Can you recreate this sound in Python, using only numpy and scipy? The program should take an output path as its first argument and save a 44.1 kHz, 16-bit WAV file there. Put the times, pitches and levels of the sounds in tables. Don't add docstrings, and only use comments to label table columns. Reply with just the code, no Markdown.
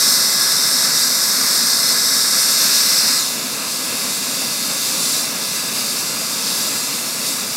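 import sys
import numpy as np
from scipy import signal
from scipy.fft import rfft, irfft, next_fast_len
from scipy.io import wavfile
from scipy.ndimage import map_coordinates

SR = 44100
rng = np.random.default_rng(int(sys.argv[2]) if len(sys.argv) > 2 else 0)


def digitize_waveform(pressure):
    field = np.atleast_2d(pressure).T
    bounded = np.clip(field, -1, 1)
    quanta = np.round(bounded * 32767).astype(np.int16)
    wavfile.write(sys.argv[1], SR, quanta)


N = 333396
TIME = np.arange(N) / SR


def undb(db):
    return 10 ** (np.asarray(db) / 20)


def level(x, db):
    rms = np.sqrt(np.mean(x ** 2))
    return x * undb(db) / rms


def walk(rate):
    knots = rng.standard_normal(2048)
    drift = np.interp(TIME * rate, np.arange(len(knots)), knots)
    return level(drift, 0)


def ease(t, at_s, takes_s):
    progress = np.clip((t - at_s) / takes_s, -.5, .5)
    return .5 + .5 * np.sin(np.pi * progress)


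def bell(x, centre, width):
    return 2 ** -(2 * (x - centre) / width) ** 2


def noise(shape):
    size = next_fast_len(N)
    hz = np.maximum(np.fft.rfftfreq(size, 1 / SR), 1)
    spectrum = rfft(rng.standard_normal(size)) * shape(hz)
    return irfft(spectrum, size)[:N]


def turbulence(spectrum, db):
    point_hz, point_db = np.transpose(spectrum)
    return level(noise(lambda hz: undb(np.interp(np.log(hz), np.log(point_hz), point_db))), db)


def tone(hz, wander_hz, fade_db):
    pitch_hz = hz + wander_hz * walk(25)
    phase = 2 * np.pi * np.cumsum(pitch_hz) / SR
    return level(np.sin(phase) * undb(fade_db * walk(12)), 0)


def whine(hz, width_hz):
    return level(noise(lambda f: bell(f, hz, width_hz)), 0)


def gearbox():
    # tone pitch in Hz, level in dB before the air sways it.
    gears = [(531, -52), (651, -50.5), (1308, -49), (1415, -52.5), (1674, -45.5), (2030, -45),
             (11836, -58.5)]
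    return sum(undb(db) * tone(hz, wander_hz=4.049, fade_db=2.0) for hz, db in gears)


def exhaust():
    # frequency in Hz, relative density in dB per Hz.
    roar_spectrum = [(30, -47), (70, -29.5), (140, -6), (255, 1), (335, -8.5), (540, -7), (800, -11),
                     (1150, -6), (1600, -10), (1850, -13), (2300, -8.5), (2730, -6), (3050, -16.5),
                     (4500, -38.5)]
    throb = undb(0.674 * walk(14))
    return turbulence(roar_spectrum, db=-29.5) * throb


def intake(sway_db, flutter_db):
    # frequency in Hz, relative density in dB per Hz.
    hiss_spectrum = [(2200, -36), (3200, -12.5), (3620, -2), (4000, -4), (4750, 0.5), (5800, -2),
                     (6600, -4), (7600, -2.5), (9300, -6), (11800, -7.5), (14000, -12), (15600, -17)]
    # pitch in Hz, bandwidth in Hz, level in dB before any sway.
    lasting_whines = [(3681, 115, -44.5), (4259, 210, -42), (4748, 205, -44.5), (5280, 200, -42),
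                      (7544, 180, -45)]
    # middle of the fade-in and of the fade-out in seconds, #
    # pitch in Hz, bandwidth in Hz, level in dB before any sway.
    passing_bands = [(-.5, 3.75, 5216, 160, -36), (5.05, 6.57, 4845, 170, -36)]
    # peak time in seconds, rise in dB.
    whistle_flares = [(3.72, 8), (3.98, 3), (5.85, 5.5), (7.05, 7)]
    flare_s, fade_s = .18, .5
    narrow_sway = 0.79

    hiss = turbulence(hiss_spectrum, db=-21.5)
    flare_db = sum(rise_db * bell(TIME, at_s, flare_s) for at_s, rise_db in whistle_flares)
    tones = undb(-42 + flare_db) * tone(9816, wander_hz=4.44, fade_db=2.5)
    for hz, width_hz, db in lasting_whines:
        tones = tones + whine(hz, width_hz) * undb(db + 1.46 * walk(2.81))
    for start_s, end_s, hz, width_hz, db in passing_bands:
        envelope = ease(TIME, start_s, fade_s) - ease(TIME, end_s, fade_s)
        tones = tones + whine(hz, width_hz) * undb(db) * envelope
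    flutter = undb(flutter_db * walk(25))
    return (hiss + tones * undb(narrow_sway * sway_db)) * flutter


def shimmer(x, depth_db, rate, spacing_hz):
    f, t, frames = signal.stft(x, SR, nperseg=1024, noverlap=768)
    place = np.meshgrid(f / spacing_hz, t * rate, indexing="ij")
    ripple = map_coordinates(rng.standard_normal((256, 128)), place, mode="mirror")
    return signal.istft(frames * undb(depth_db * ripple), SR, nperseg=1024, noverlap=768)[1][:N]


def road(x):
    lag_s, share = .00188, 0.0565
    return x + share * np.interp(TIME - lag_s, TIME, x)


def cupped_hand(x):
    # frequency in Hz, gain in dB.
    gather = [(200, 1.5), (600, 2), (1100, 2), (1700, 4.5), (2700, 1.5), (3300, 3), (3900, 7.5), (4700, 5),
              (5800, 8), (6400, 5), (8500, 5), (10400, 4.5), (13000, 5), (14500, 1.5)]
    cupped_hz, open_hz = 1717, 780
    cupped_share = 0.3045
    glide_hold, ring_hold = 1.42, 5.8
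    ring_loss_hz = 28000

    f, t, frames = signal.stft(x, SR, nperseg=512, noverlap=384)
    f = f[:, None]
    opening = ease(t, at_s=3.215, takes_s=.24)
    hollow_hz = cupped_hz + (open_hz - cupped_hz) * opening ** glide_hold
    share = cupped_share * (1 - opening ** ring_hold)
    round_trip = share * np.exp(-f / ring_loss_hz - 1j * np.pi * f / hollow_hz)
    ring = 1 / np.abs(1 + round_trip)
    gap_db = 6 * (1 - ease(t, at_s=2.415, takes_s=.22))
    notch_db = gap_db * bell(f, centre=2685, width=754)
    gain_db = (1 - opening) * (np.interp(f, *np.transpose(gather)) - notch_db)
    return signal.istft(frames * ring * undb(gain_db), SR, nperseg=512, noverlap=384)[1][:N]


def scene():
    # time in seconds, sway in dB before scaling.
    air_sway = [(0.0, 0.57), (0.14, 1.66), (0.27, -0.5), (0.95, -0.5), (1.73, -1.5), (2.65, 0.83),
                (3.33, -1.5), (3.38, -3), (4.14, 0.5), (4.26, -1.5), (4.34, -0.07), (4.49, -0.73),
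                (5.14, 3), (5.32, -2), (5.44, 0.3), (5.7, -2.5), (5.79, 0.9), (6.16, -2), (6.57, 2.38),
                (6.88, -1.56), (7.16, -2.5), (7.3, 1.5), (7.45, -4), (7.55, -2.5)]
    sway_db = np.interp(TIME, *np.transpose(air_sway))
    low = (gearbox() + exhaust()) * undb(0.13 * sway_db)
    treble = shimmer(intake(sway_db, flutter_db=0.462), depth_db=1.4, rate=5, spacing_hz=170.56)
    treble = treble * undb(0.81 * sway_db + 0.287 * walk(9))
    sound = cupped_hand(road(low + treble))
    return np.array([sound, sound])


def record(dry):
    steep_cut = signal.ellip(12, .1, 90, 15750, fs=SR, output="sos")
    return signal.sosfilt(steep_cut, dry)


dry = scene()
out = record(dry)
digitize_waveform(out)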